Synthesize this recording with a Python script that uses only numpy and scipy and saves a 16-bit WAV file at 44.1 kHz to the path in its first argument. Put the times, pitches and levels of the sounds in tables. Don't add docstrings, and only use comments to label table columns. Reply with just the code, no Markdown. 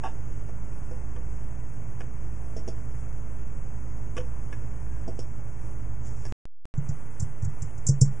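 import sys
import numpy as np
from scipy import signal
from scipy.fft import rfft, irfft
from scipy.io import wavfile
from scipy.ndimage import uniform_filter1d

SR = 44100
rng = np.random.default_rng(int(sys.argv[2]) if len(sys.argv) > 2 else 0)


def boost(x):
    u = np.asarray(x, float) / 20
    return 10 ** u


def unload_audio(sound):
    columns = np.transpose(np.atleast_2d(sound))
    steps = np.round(np.clip(columns, -1, 1) * 32767)
    wavfile.write(sys.argv[1], SR, steps.astype(np.int16))


N = 361619
TIME = np.arange(N) / SR
CUT_S = (6.32392, 6.73990)
AFTER = TIME > CUT_S[1]


def rms_one(x):
    return x / np.sqrt(np.mean(x ** 2) + 1e-20)


def at_hz(points, hz):
    known_hz, value = np.array(points).T
    return np.interp(np.log(hz), np.log(known_hz), value)


def drift(rate):
    knots = np.arange(0, TIME[-1] + 2 / rate, 1 / rate)
    return np.interp(TIME, knots, rng.standard_normal(len(knots)))


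def ring(force, hz, t60):
    r, w = boost(-60 / (t60 * SR)), 2 * np.pi * hz / SR
    return signal.lfilter([0, np.sin(w)], [1, -2 * r * np.cos(w), r * r], force + 1e-18)


def grains(size, per_s, spread_db):
    born = rng.random(size) < per_s / SR
    strength = boost(spread_db * rng.standard_normal(size))
    return born * strength * rng.choice([-1, 1], size)


def rattle(length_s, per_s, rise_s, first_db):
    t = np.arange(1, SR // 20) / SR
    fade = (1 - np.exp(-t / max(rise_s, 1e-5))) * np.exp(-t / max(length_s, .001))
    first = boost(first_db) * (np.arange(len(t)) == round(rise_s * SR))
    return fade * (grains(size=len(t), per_s=per_s, spread_db=6.0) + first)


def strike(s, db, force, modes, tilt_db=0, scatter_db=3.5):
    force = np.pad(force, (0, SR // 2 - len(force)))
    middle_hz = modes[len(modes) // 2][0]
    sound = np.zeros(len(force))
    for hz, level_db, t60 in modes:
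        extra_db = scatter_db * rng.standard_normal()
        tilted_db = tilt_db * np.log2(hz / middle_hz)
        sound += boost(level_db + extra_db + tilted_db) * ring(force, hz, t60)
    return round(s * SR), boost(db) * sound / np.abs(sound).max()


def add(out, at, sound):
    out[at:at + len(sound)] += sound[:N - at]


def stroke(s, db, attack_s, hold_s, t60):
    t = TIME - s
    fall_s = np.maximum(t - attack_s - hold_s, 0)
    return np.clip(t / attack_s, 0, 1) ** 2 * boost(db - 60 * fall_s / t60)


def rub(envelope, modes, per_s):
    force = grains(size=N, per_s=per_s, spread_db=3.5)
    body = sum(boost(db) * ring(force, hz, t60) for hz, db, t60 in modes)
    return rms_one(body) * envelope


# f/Hz, level/dB (per Hz)
AIR_SPECTRUM = [(6, -51), (14, -54), (22, -47), (31, -62), (45, -69.5), (110, -68), (200, -77),
                (375, -79.5), (1000, -86.5), (2400, -95.5), (3200, -105), (5300, -103), (6500, -97),
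                (8500, -101), (11000, -102.5)]
# f/Hz, likeness/1
EAR_LIKENESS = [(60, 0.99), (140, 0.92), (340, 0.96), (800, 0.98), (1880, 0.72), (4460, 0.75),
                (10600, 0.41)]
# f/Hz, level/dB
AIR_CHANGE = [(20, -1), (60, 1.5), (150, -2.5), (1000, 0), (3000, 0.5), (5300, -1), (7000, 0), (11000, 0.5)]


def air():
    hz = np.maximum(np.fft.rfftfreq(N, 1 / SR), 1)
    mid, side = rfft(rng.standard_normal((2, N)))
    alike = np.clip(at_hz(EAR_LIKENESS, hz), 0, .99)
    pair = np.sqrt((1 + alike) / 2) * mid + np.sqrt((1 - alike) / 2) * side * [[1], [-1]]
    before = pair * boost(at_hz(AIR_SPECTRUM, hz)) * np.sqrt(SR / 2)
    after = before * boost(at_hz(AIR_CHANGE, hz))
    noise = np.where(AFTER, irfft(after, N), irfft(before, N))
    return noise * boost(.5 * drift(9.0))


def tones(cycles, rows, waver_db):
    total = np.zeros(N)
    for multiple, before_db, after_db in rows:
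        level = boost(np.where(AFTER, after_db, before_db) + waver_db * drift(3.043))
        total += np.sqrt(2) * level * np.sin(2 * np.pi * (multiple * cycles + rng.random()))
    return total


# multiple/1, level/dB before the pause, level/dB after it
FAN_TONES = [(4, -43.5, -46), (5, -54, -58), (6, -54, -62), (8, -59, -64), (9, -61, -64), (10, -66, -66),
             (11, -67, -74), (12, -62, -74), (15, -82, -72), (20, -74, -80), (31, -86, -73), (33, -72, -84),
             (37, -71, -84), (49, -75, -88), (53, -76, -88), (68, -80, -78), (72, -92, -78)]


def fan():
    before_hz, after_hz = 27.16, 28.56
    rate = np.where(AFTER, after_hz, before_hz) * (1 + 0.000762 * drift(1.5))
    return tones(np.cumsum(rate) / SR, FAN_TONES, waver_db=2.0)


# f/Hz, level/dB before the pause, level/dB after it
ELECTRICAL_TONES = [(58.8, -39.5, -50), (119.8, -48, -56), (240.2, -67, -75), (1440, -90, -71),
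                    (6622.8, -71, -75), (7867, -82, -90), (8451.8, -85, -80)]


def electrical_tones():
    return tones(TIME, ELECTRICAL_TONES, waver_db=2.5)


def faint_tone():
    s, attack_s, hold_s = 4.87, .03, .15
    hz = np.interp(TIME, (s, s + attack_s + hold_s), (1620, 1645))
    tone = np.sqrt(2) * np.sin(2 * np.pi * np.cumsum(hz) / SR)
    return tone * boost(2.5 * drift(30.0)) * stroke(s, -66, attack_s, hold_s, t60=.15)


# f/Hz, level/dB (relative), time to fall 60 dB t/s
DRAG_RINGING = [(653, -16, 0.062), (775, -5.5, 0.13), (882, 1, 0.043), (1118, -6, 0.042), (1390, -6, 0.021),
                (1623, -5.5, 0.024), (2024, -15.5, 0.017), (2630, -4, 0.0071), (3600, -11.5, 0.02),
                (5230, -10, 0.0039), (6500, -39, .004)]


def drag():
    return rub(stroke(.026, -35, attack_s=.014, hold_s=.03, t60=.12), DRAG_RINGING, per_s=2100)


# start t/s, level/dB, attack t/s, hold t/s, time to fall 60 dB t/s
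RUSTLE_STROKES = [(6.0, -55, .07, .01, .2), (6.1, -63, .08, .2, .2)]


def rustles():
    envelope = sum(stroke(*row) for row in RUSTLE_STROKES)
    return rub(envelope, CAP_RINGING, per_s=3900)


# t/s, dull level/dB, woody level/dB, bright level/dB, rattle decay t/s
MOUSE_BUMPS = [(0.486, -38, -42, -57, 0.0072), (0.911, -35.5, -48, -50.5, 0.0088),
               (1.162, -40, -38.5, -72, 0.0077), (2.005, -34, -28.5, -43, 0.006),
               (4.166, -29.5, -24.5, -35, 0.021), (4.526, -49, -33, -46, 0.007),
               (6.251, -45, -30.5, -31.5, 0.012)]
# f/Hz, level/dB (relative), time to fall 60 dB t/s
DULL_RINGING = [(436, -4.5, 0.049), (500, -8.5, 0.14), (690, -1.5, 0.017)]
# f/Hz, level/dB (relative), time to fall 60 dB t/s
WOODY_RINGING = [(846, 4.5, 0.0085), (1138, -0.5, 0.034), (1490, -5, 0.017), (1734, 2.5, 0.021),
                 (2150, 0, 0.0074), (2480, -4, 0.0063), (2900, -5, 0.0068), (3640, -2, 0.0067)]


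def mouse_bumps():
    out = np.zeros(N)
    for s, dull_db, woody_db, bright_db, length_s in MOUSE_BUMPS:
        force = rattle(length_s, per_s=1500, rise_s=.0007, first_db=2.0)
        add(out, *strike(s, dull_db, force, DULL_RINGING))
        add(out, *strike(s, woody_db, force, WOODY_RINGING))
        add(out, *strike(s, bright_db, force, SWITCH_RINGING, tilt_db=-4.5))
    return out


# t/s, shell knock level/dB
BUTTON_PRESSES = [(2.564, -26.5), (5.077, -27)]
# f/Hz, level/dB (relative), time to fall 60 dB t/s
SHELL_RINGING = [(224, -12, 0.033), (317, 5, 0.0098), (431, 9, 0.019), (493, -10.5, 0.083),
                 (647, -1, 0.033), (987, -13, 0.016)]
# f/Hz, level/dB (relative), time to fall 60 dB t/s
SWITCH_RINGING = [(3510, -23, 0.0039), (4810, -4, 0.011), (5450, 2, 0.0094), (5570, 1.5, 0.009),
                  (6400, -1.5, 0.0065), (6530, -2.5, 0.0036), (7950, -8.5, 0.0042), (8400, -22, .005),
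                  (9900, -16.5, 0.0044)]


def mouse_clicks():
    held_s, release_db = .1125, 3
    out = np.zeros(N)
    soft = np.hanning(round(0.0012 * SR))

    def click(s, shell_db, tick_db):
        knock = np.convolve(rattle(0.0088, per_s=730, rise_s=0.00014, first_db=4.0), soft)
        tick = rattle(0.018, per_s=3000, rise_s=0.00023, first_db=7.5)
        add(out, *strike(s, shell_db, knock, SHELL_RINGING))
        add(out, *strike(s + 0.00082, shell_db + tick_db, tick, SWITCH_RINGING))

    for press_s, db in BUTTON_PRESSES:
        click(press_s, db, tick_db=-9)
        click(press_s + held_s, db + release_db, tick_db=-7.5)
    return out


# t/s, level/dB (before the filter), tilt towards the top level/dB (per octave)
CAP_RATTLES = [(6.774, -38.5, 19), (6.887, -36, 1), (7.197, -29, 22), (7.221, -35.5, 3), (7.421, -39.5, 11),
               (7.4432, -33.5, 3), (7.619, -32.5, 1), (7.776, -42, 3), (7.865, -16, 4), (7.884, -17.5, -23),
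               (8.01, -13, -5)]
# f/Hz, level/dB (relative), time to fall 60 dB t/s
CAP_RINGING = [(5200, -18, 0.0063), (5570, -7.5, 0.034), (6206, 4.5, 0.0064), (6720, 2.5, 0.022),
               (6720, -2, 0.0077), (7240, 2, 0.016), (7460, -0.5, 0.0098), (8280, -7, 0.016),
               (8950, -13.5, 0.0064), (10500, -28, 0.0059)]


def key_caps():
    out = np.zeros(N)
    for s, db, tilt_db in CAP_RATTLES:
        chatter = rattle(0.0051, per_s=9100, rise_s=0.0061, first_db=9.5)
        add(out, *strike(s, db, chatter, CAP_RINGING, tilt_db))
    return signal.sosfilt(signal.butter(5, (4500, 10000), "band", fs=SR, output="sos"), out)


# t/s, panel level/dB, deep level/dB (before the filter)
KEY_THUMPS = [(6.776, -18, -30), (6.889, -22, -23.5), (7.198, -35.5, -26), (7.222, -24, -18),
              (7.425, -31, -19.5), (7.45, -38, -21), (7.471, -26, -23.5), (7.619, -30, -25),
              (7.639, -35.5, -27.5), (7.777, -42, -30), (7.863, -29.5, -43), (7.888, -10.5, -23),
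              (8.013, -7, -38)]
# f/Hz, level/dB (relative), time to fall 60 dB t/s
PANEL_RINGING = [(124.3, -6.5, 0.19), (136.7, 1, 0.24), (156, -6.5, 0.17), (199, -11.5, 0.35)]
# f/Hz, level/dB (relative), time to fall 60 dB t/s
DEEP_RINGING = [(77.4, -1, 0.12), (100.6, 6, 0.12)]
# f/Hz, level/dB (relative), time to fall 60 dB t/s
CASE_RINGING = [(203, -9, .1), (275, -13, 0.13), (335, -1.5, 0.14), (403, -10.5, 0.038), (463, 4.5, 0.084),
                (540, -2.5, 0.072)]


def desk():
    out, knock = np.zeros(N), np.hanning(round(0.0021 * SR))
    push = ring(np.pad(knock, (0, SR // 10)), hz=132.5, t60=0.031)
    hard_blow_db, case_fall = -12.5, 4.9
    for s, panel_db, deep_db in KEY_THUMPS:
        case_db = -25.5 - case_fall * max(hard_blow_db - panel_db, 0)
        add(out, *strike(s, panel_db, push, PANEL_RINGING, scatter_db=2.5))
        add(out, *strike(s, deep_db, push, DEEP_RINGING, scatter_db=2.4))
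        add(out, *strike(s + 0.0026, case_db, knock, CASE_RINGING))
    return signal.sosfilt(signal.butter(2, 55, "high", fs=SR, output="sos"), out)


def room(x):
    t = np.arange(SR // 2) / SR
    shared, own = rng.standard_normal(len(t)), rng.standard_normal((2, len(t)))
    tail = (shared + 0.5 * own) * boost(-60 * t / .15) * (t > .003)
    tail /= np.sqrt(np.sum(tail[0] ** 2))
    return signal.fftconvolve(x[None], tail, axes=1)[:, :N]


def scene():
    background = air() + fan() + electrical_tones() + faint_tone()
    near = drag() + rustles() + mouse_bumps() + mouse_clicks() + key_caps()
    return background + near + boost(-9) * room(near) + desk()


# f/Hz, level/dB (per Hz)
GATE_THRESHOLD = [(1000, -106), (3000, -102.5), (5500, -102), (6500, -99), (8500, -100.5), (11000, -101.5)]


def gate(x):
    knee_db, slope, flicker_spread_db = -32, 1, 1.3
    hz, _, z = signal.stft(x, SR, "hann", nperseg=2048, scaling="psd")
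    power = 2 * np.mean(np.abs(z) ** 2, axis=0)
    loud_db = 10 * np.log10(power[hz > 60].sum(axis=0) * hz[1] + 1e-20)
    band_db = 10 * np.log10(uniform_filter1d(power, size=4, axis=0).clip(1e-20))
    groups = np.arange(len(hz)) // 8
    flicker_db = flicker_spread_db * rng.standard_normal(power.shape)[groups]
    raised_db = slope * np.maximum(loud_db - knee_db, 0)
    keep = band_db > at_hz(GATE_THRESHOLD, hz + 1)[:, None] + raised_db + flicker_db
    return signal.istft(z * keep, SR, "hann", nperseg=2048, scaling="psd")[1][:, :N]


def low_pass(x):
    return signal.sosfilt(signal.butter(12, 11150, fs=SR, output="sos"), x)


def record(dry):
    band_stop = signal.cheby2(3, 30, (3828, 4399), "bandstop", fs=SR, output="sos")
    heard = gate(signal.sosfilt(band_stop, dry))
    live = uniform_filter1d(1. * ((TIME < CUT_S[0]) | AFTER), size=3)
    step = .028 * ((TIME > 6.45457) & (TIME < 6.65457))
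    offset = np.array([[.0595], [.0755]])
    edited = (heard + offset) * live + step
    top_cut = signal.cheby1(8, .1, 10720, fs=SR, output="sos")
    finished = signal.sosfiltfilt(top_cut, edited)
    return low_pass(finished)


dry = scene()
out = record(dry)
unload_audio(out)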